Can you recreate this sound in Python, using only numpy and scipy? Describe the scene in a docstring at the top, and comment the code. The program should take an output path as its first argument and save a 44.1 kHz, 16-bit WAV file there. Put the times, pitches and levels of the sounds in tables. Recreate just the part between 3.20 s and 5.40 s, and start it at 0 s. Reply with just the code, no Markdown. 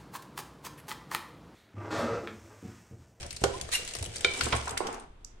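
"""Unpacking an appliance part

A hard plastic part in a film bag is worked loose and lifted out of a cardboard box, close by.
The film rustles, crackles as its creases snap, and squeaks as it sticks and slips. The part knocks
against the carton and the appliance, which ring, then scrapes out past the flap. The box booms softly
when pushed. Behind it all lies a small room with a faint low hum."""
import sys
import numpy as np
from scipy import signal
from scipy.fft import irfft
from scipy.io import wavfile
from scipy.ndimage import map_coordinates

SR = 44100
rng = np.random.default_rng(int(sys.argv[2]) if len(sys.argv) > 2 else 0)


def waveform_to_disk(signal):
    """Save audio, clipped to [-1, 1], as 16-bit WAV at the path in sys.argv[1]."""
    frames = np.transpose(np.atleast_2d(signal))
    scaled = np.clip(frames, -1, 1) * 32767
    samples = np.round(scaled).astype(np.int16)
    wavfile.write(sys.argv[1], SR, samples)


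N = 97020  # 2.2 seconds
T = np.arange(N) / SR
# A fade time (t60) is the seconds a sound takes to drop 60 dB. Pan is left minus right, in dB.


def amp(db):
    """Turn decibels into a gain."""
    return 10 ** (np.asarray(db) / 20)


def unit(x):
    """Scale a sound to an average (rms) level of 1."""
    return x / np.sqrt(np.mean(x ** 2) + 1e-20)


def along(points, hz):
    """Read between rows of frequency and value, on a log frequency scale."""
    freqs, values = np.transpose(points)
    return np.interp(np.log(hz + 1), np.log(freqs + 1), values)


def colour(points):
    """A tone curve (gain by frequency) from rows of Hz and dB."""
    return lambda hz: amp(along(points, hz))


def level(rows):
    """A gain for every sample from rows of seconds and dB."""
    return amp(np.interp(T, *np.transpose(rows)))


def wobble(per_s):
    """A smooth curve through per_s random values a second."""
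    return map_coordinates(rng.standard_normal(int(N * per_s / SR) + 4), [T * per_s])


def add(out, start, sound, db, pan_db=0):
    """Mix a sound in at a start time in seconds, a level and a pan."""
    part = out[:, max(0, round(start * SR)):][:, :sound.shape[-1]]
    part += (sound * amp([[db + pan_db / 2], [db - pan_db / 2]]))[:, :part.shape[1]]


def noise(gain, size=N):
    """Stereo noise shaped by a tone curve; left and right are alike only in the bass."""
    # Each row: frequency in Hz, likeness of left and right from 0 to 1.
    likeness = [(120, 0.98), (300, 0.92), (600, 0.099), (1200, 0.14), (2300, 0.067), (4000, 0)]
    hz = np.fft.rfftfreq(size, 1 / SR)
    width = np.arccos(np.clip(along(likeness, hz), -1, 1)) / 2
    phases = np.exp(2j * np.pi * rng.random((2, len(hz))))
    mid, side = irfft(phases * gain(hz) * [np.cos(width), np.sin(width)], size)
    return unit(np.array([mid + side, mid - side]))


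def burst(gain, t60, rise_s):
    """A click smeared by the close walls of the box: dense echoes that die fast."""
    t = T[:SR // 5]
    shape = 10 ** (-3 * t / t60) * (1 - np.exp(-t / rise_s))
    return unit(noise(gain, size=len(t)) * shape) * np.sqrt(np.mean(shape ** 2))


def pinging(gain, width_hz=250):
    """Add four random peaks to a tone curve: each small patch has resonances of its own."""
    centres_hz = rng.uniform(2000, 11000, (4, 1))
    return lambda hz: gain(hz) * (1 + amp(3.5) * np.exp(-((hz - centres_hz) / width_hz) ** 2).sum(0))


def grains(gain, per_s, spread_db, t60, spots=10):
    """Tiny clicks of uneven size from several spots."""
    out = np.zeros((2, N))
    for _ in range(spots):
        hits = rng.random(N) < per_s / spots / SR
        sizes = amp(spread_db * np.minimum(rng.exponential(size=N), 3))
        click = burst(pinging(gain), t60, rise_s=0.0001)
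        out += signal.fftconvolve([hits * sizes], click, axes=1)[:, :N]
    return unit(out)


def ringing(blows, modes, rise_s, spread):
    """Each blow rings a body's own tones (modes), up to spread radians apart in left and right."""
    out, t = np.zeros((2, N)), T[:SR]
    for start, *level_and_pan in blows:
        ring = np.zeros((2, SR))
        for hz, db, t60 in modes:
            offset = rng.uniform(-spread, spread) * np.array([[.5], [-.5]])
            ring += amp(db) * 10 ** (-3 * t / t60) * np.sin(2 * np.pi * hz * t + offset)
        add(out, start, ring * (1 - np.exp(-t / rise_s)), *level_and_pan)
    return out


def background(hum_hz=30.3):
    """Quiet room air and a low hum that wavers in level."""
    # Each row: frequency in Hz, level in dB.
    air_tone = [(20, 1), (60, -4.5), (120, -10.5), (250, -18), (700, -27), (2000, -30.5), (3500, -31.5),
                (5000, -41), (9000, -44), (14000, -61)]
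    air = amp(-55.5) * noise(colour(air_tone))
    hum = amp(-57.5 + 1.4 * wobble(per_s=5.6)) * unit(np.sin(2 * np.pi * hum_hz * T))
    return air + hum


def room_echo(sound):
    """The small room's echo; the treble dies first."""
    # Each row: frequency in Hz, fade time in seconds.
    fade_times = [(100, 0.46), (1000, 0.49), (6000, 0.34), (12000, 0.19)]
    hz, t, spectrum = signal.stft(noise(np.ones_like, size=SR // 2), SR, nperseg=256)
    fade = 10 ** (-3 * t / along(fade_times, hz)[:, None])
    tail = signal.istft(spectrum * fade, SR, nperseg=256)[1]
    tail = np.pad(tail / np.linalg.norm(tail[0]), ((0, 0), (SR // 150, 0)))  # arrives about 7 ms late
    return signal.fftconvolve(sound, tail, axes=1)[:, :N]


def box_boom():
    """Pushes make the whole box boom softly."""
    # Each row: start in seconds, level in dB.
    pushes = [(.01, -43.5), (.125, -46.5), (.217, -32), (.24, -30.5), (.35, -45), (.425, -41), (.765, -45),
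              (.872, -40.5), (1.05, -45), (1.205, -43), (1.232, -35), (1.328, -29), (1.43, -42.5),
              (1.51, -43.5)]
    # Each row: frequency in Hz, level in dB, fade time in seconds.
    modes = [(70.1, 2.5, 0.35), (112.6, 2, 0.29), (159.5, -7, .2)]
    return ringing(pushes, modes, rise_s=0.0031, spread=0.27)


def wall_ring():
    """The carton wall gives a hollow note when struck."""
    # Each row: start in seconds, level in dB, pan in dB.
    blows = [(.2385, -21.5, -9), (1.047, -29, -8), (1.21, -45.5, -16), (1.327, -45, -8), (1.605, -37.5, -9)]
    # Each row: frequency in Hz, level in dB, fade time in seconds.
    modes = [(397.6, 2, 0.15), (485, -1, 0.13), (535.4, -6.5, 0.13), (682, 0, 0.04), (765, -7.5, 0.069),
             (1439, -8, 0.094)]
    return ringing(blows, modes, rise_s=0.00053, spread=2.1)


def flap_ring():
    """The loose flap rings briefly when knocked."""
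    # Each row: start in seconds, level in dB, pan in dB.
    blows = [(1.328, -21, -2.5), (1.473, -28, 0.5), (1.6045, -26, -4.5)]
    # Each row: frequency in Hz, level in dB, fade time in seconds.
    modes = [(751, -8.5, 0.063), (909, -13, 0.057), (1009, 1.5, 0.054), (1095, -8.5, 0.12)]
    return ringing(blows, modes, rise_s=0.0018, spread=0.95)


def shell_ring():
    """The appliance's hard shell rings higher and longer than the cardboard."""
    # Each row: start in seconds, level in dB.
    blows = [(1.0472, -31.5), (1.2095, -49.5), (1.327, -50)]
    # Each row: frequency in Hz, level in dB, fade time in seconds.
    modes = [(1024, -10, .25), (1370, -9.5, .3), (1436, 12, 0.045), (2337, 22.5, 0.029), (2294, -1.5, 0.49),
             (2325, -6, .6), (3030, -11.5, 0.84), (3080, -13, 0.64), (3070, 15, 0.018), (3570, -12, 0.45),
             (3683, 19.5, 0.024), (4810, -17, .35)]
    return ringing(blows, modes, rise_s=0.0011, spread=0.47)


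def scrape():
    """Rough cardboard catches and lets go as the part rubs in its seat, then slides past the flap."""
    # Each row: time in seconds, level in dB.
    rub_levels = [(0, -53), (.055, -43), (.11, -63.5), (.2, -57.5), (.3, -44.5), (.42, -46.5), (.54, -57),
                  (.6, -47), (.7, -55), (.76, -51), (.87, -48), (.94, -51.5), (1.02, -46.5), (1.3, -53.5),
                  (1.6, -100)]
    slide_levels = [(0, -78.5), (1.0, -61.5), (1.2, -44.5), (1.36, -42), (1.45, -50.5), (1.52, -38.5),
                    (1.59, -50.5), (1.66, -37), (1.74, -42.5), (1.82, -48), (1.89, -66.5), (2.2, -67)]
    # Each row: frequency in Hz, level in dB.
    rub_tone = [(100, -4), (200, -15.5), (310, -16.5), (385, -4), (530, -4.5), (720, -6), (900, -21),
                (2000, -21), (6000, -58.5)]
    slide_tone = [(100, -7.5), (190, -23.5), (238, 6), (310, -4.5), (380, 5), (460, 0.5), (570, -11.5),
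                  (730, 2), (860, -0.5), (1020, 0.5), (1400, -6), (2500, -17.5), (5000, -38.5),
                  (12000, -63)]
    rub = level(rub_levels) * grains(colour(rub_tone), per_s=700, spread_db=2.5, t60=0.057)
    slide = level(slide_levels) * grains(colour(slide_tone), per_s=500, spread_db=2, t60=0.063)
    return rub + slide


def bumps():
    """The part clacks against things; harder, smaller contacts sound higher."""
    # Each row: start in seconds, level in dB, low and high edge in Hz, fade time in seconds, pan in dB.
    contacts = [(0.0282, -39, 615, 5900, 0.058, 8), (.216, -31.5, 80, 630, 0.039, -4.5),
                (.238, -19.5, 356, 1590, 0.046, -3.5), (0.2377, -18, 1270, 8200, 0.038, -0.5),
                (0.2587, -26, 294, 630, .05, -2.5), (0.488, -37, 350, 1400, .03, 9),
                (.751, -34.5, 304, 2700, 0.042, -3), (0.808, -23.5, 46, 104, 0.03, 1),
                (.826, -36.5, 255, 796, 0.05, -4.5), (1.0453, -12, 1260, 4960, 0.02, -2),
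                (1.0482, -23.5, 4440, 8740, 0.02, -2), (1.2094, -23, 720, 4700, 0.058, 2),
                (1.206, -24.5, 1370, 1540, 0.036, 9), (1.265, -29.5, 194, 1080, 0.082, -5),
                (1.3247, -21, 520, 3650, 0.08, -5), (1.333, -27.5, 307, 1500, 0.15, -3),
                (1.472, -30, 580, 1550, 0.11, -2.5), (1.571, -29, 1220, 2900, 0.057, 0.5),
                (1.5752, -23, 1400, 8800, 0.034, -2), (1.604, -25.5, 314, 940, 0.066, -7),
                (1.6686, -30.5, 1740, 8240, 0.039, -2.5), (1.684, -32.5, 556, 1090, 0.081, -11.5),
                (2.0467, -32, 5100, 7900, 0.017, -5), (2.046, -43, 3300, 11000, .012, -9)]
    out = np.zeros((2, N))
    for start, db, low_hz, high_hz, t60, pan_db in contacts:
        click = burst(np.ones_like, t60, rise_s=0.00045)
        band = signal.butter(3, [low_hz, high_hz], "band", fs=SR, output="sos")
        clack = unit(signal.sosfilt(band, click)) * click.std()
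        add(out, start, clack, db, pan_db)
    return out


def film_squeak(octaves_per_s=4.4, rough_octaves=0.018):
    """Film drags over the shell; where it sticks and slips evenly, it gives a short rising tone."""
    # Each row: time in seconds, level in dB.
    drag_levels = [(.513, -120), (.517, -35), (.538, -25.5), (.545, -30), (.556, -28.5), (.58, -38.5),
                   (.6, -47.5), (.66, -57), (.75, -120)]
    # Each row: frequency in Hz, level in dB.
    drag_tone = [(300, -30), (1000, -3), (1900, -2), (2700, 2), (6000, -1), (9000, 1.5), (11200, -13.5),
                 (15000, -14)]
    # Each row: middle in seconds, pitch in Hz, half length in seconds, then level, overtones, pan in dB.
    squeaks = [(0.351, 1026, .014, -36.5, -20, 2), (0.5532, 2808, .0075, -24, -13.5, 2),
               (0.559, 2810, .008, -34.5, -5.5, 6.5)]
    out = level(drag_levels) * grains(colour(drag_tone), per_s=8800, spread_db=1.5, t60=0.016, spots=4)
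    for middle, hz, half_s, db, overtone_db, pan_db in squeaks:
        glide = octaves_per_s * np.clip(T - middle, -half_s, half_s)
        pitch_hz = hz * 2 ** (glide + rough_octaves * wobble(per_s=400))
        phase = 2 * np.pi * np.cumsum(pitch_hz) / SR
        tone = np.sin(phase + np.array([[.5], [-.5]]))  # left and right slightly out of step
        overtones = sum(np.sin(k * phase + 2 * np.pi * rng.random((2, 1))) for k in (2, 3, 4))
        swell = np.exp(-((T - middle) / half_s) ** 2)
        add(out, 0, (tone + amp(overtone_db) * overtones) * swell, db, pan_db)
    return out


def film_pop(start=1.5755, centre_hz=8440, width_hz=830):
    """Stretched film lets go with a high bite and a short, fuzzy ring."""
    # The bite, then the ring. Each row: level in dB, fade time in seconds.
    stages = [(-26, .018), (-43.5, .2)]
    out = np.zeros((2, N))
    for db, t60 in stages:
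        pop = burst(lambda hz: np.exp(-((hz - centre_hz) / width_hz) ** 2), t60, rise_s=0.00025)
        add(out, start, pop, db)
    return out


def film_rustle():
    """Many small creases blur into a fluttering hiss and a fine crackle."""
    # Each row: time in seconds, level in dB.
    handling = [(0, -45.5), (.08, -57.5), (.125, -50.5), (.19, -60.5), (.22, -44), (.3, -51.5), (.38, -45),
                (.42, -53), (.46, -53), (.62, -46.5), (.72, -51), (.77, -46.5), (.85, -53.5), (.91, -53),
                (.945, -43.5), (.98, -48), (1.12, -46.5), (1.2, -38.5), (1.245, -37.5), (1.31, -45),
                (1.36, -42), (1.39, -46.5), (1.44, -47), (1.5, -53), (1.56, -60.5), (1.68, -55),
                (1.82, -62), (1.88, -78), (2.0, -100)]
    # Each row: frequency in Hz, level in dB.
    film_tone = [(150, -12), (500, -8), (1000, -10), (1600, 4), (3000, 5), (6500, 2), (9000, 3.5),
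                 (11500, -18), (15000, -20)]
    hiss = amp(-2.5 + 2.5 * wobble(per_s=69.2)) * noise(colour(film_tone))
    crackle = amp(-1.5) * grains(colour(film_tone), per_s=330, spread_db=3, t60=0.018)
    return level(handling) * (hiss + crackle)


def film_snaps(vary_db=3):
    """Single creases snap over, each with a tone of its own."""
    # Each row: start in seconds, level in dB, pan in dB.
    snaps = [(0.0287, -44, -1), (0.0632, -38.5, 3), (.1072, -32, 6.5), (0.1277, -35, 3), (0.1635, -35.5, 5),
             (0.167, -33, 2), (0.212, -41, 6), (.412, -27.5, 5), (0.4886, -40, 3), (0.649, -35.5, 1),
             (0.6766, -31, 2), (.688, -33.5, 0), (.7098, -37, 5), (0.7366, -30.5, 3), (0.7509, -30, 6),
             (0.766, -35.5, 4), (0.7864, -36, 1), (.826, -28.5, 2), (.841, -34.5, 9), (.851, -34.5, 1),
             (.86, -33, 4), (0.9587, -31, 5), (0.9657, -30.5, -0.5), (.982, -38, 8), (1.008, -30.5, 5),
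             (1.136, -31, 1), (1.15, -37, 0), (1.1747, -33.5, 5.5), (1.2091, -24.5, -6), (1.235, -29.5, 9),
             (1.243, -27.5, 5), (1.256, -28, 3), (1.286, -34, 5), (1.328, -35, 2), (1.352, -33, 4),
             (1.363, -31, 11), (1.412, -42, 7.5), (1.4574, -39, 0), (1.4784, -33.5, 8), (1.4934, -32, 2.5),
             (1.508, -31, 1), (1.727, -39, 1.5), (1.743, -41.5, 5), (1.798, -43.5, 1.5)]
    # Each row: frequency in Hz, level in dB.
    crease_tone = [(200, -24), (900, -8.5), (2500, -1), (5000, -1), (9000, 2.5), (11500, -12.5),
                   (15000, -19.5)]
    out = np.zeros((2, N))
    for start, db, pan_db in snaps:
        own_tone = [(hz, tone_db + rng.normal(0, vary_db)) for hz, tone_db in crease_tone]
        snap = burst(pinging(colour(own_tone)), t60=0.031, rise_s=0.00025)
        add(out, start, snap, db, pan_db)
    return out


def scene():
    """Mix the close sounds and their echo with the box's boom and the background."""
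    film = film_rustle() + film_snaps() + film_pop() + film_squeak()
    near = film + bumps() + scrape() + wall_ring() + shell_ring() + flap_ring()
    return near + amp(-10) * room_echo(near) + box_boom() + background()


def record(dry, top_hz=15000):
    """Cut away the highest treble with a steep filter."""
    return signal.sosfilt(signal.ellip(10, .1, 90, top_hz, fs=SR, output="sos"), dry)


dry = scene()
out = record(dry)
waveform_to_disk(out)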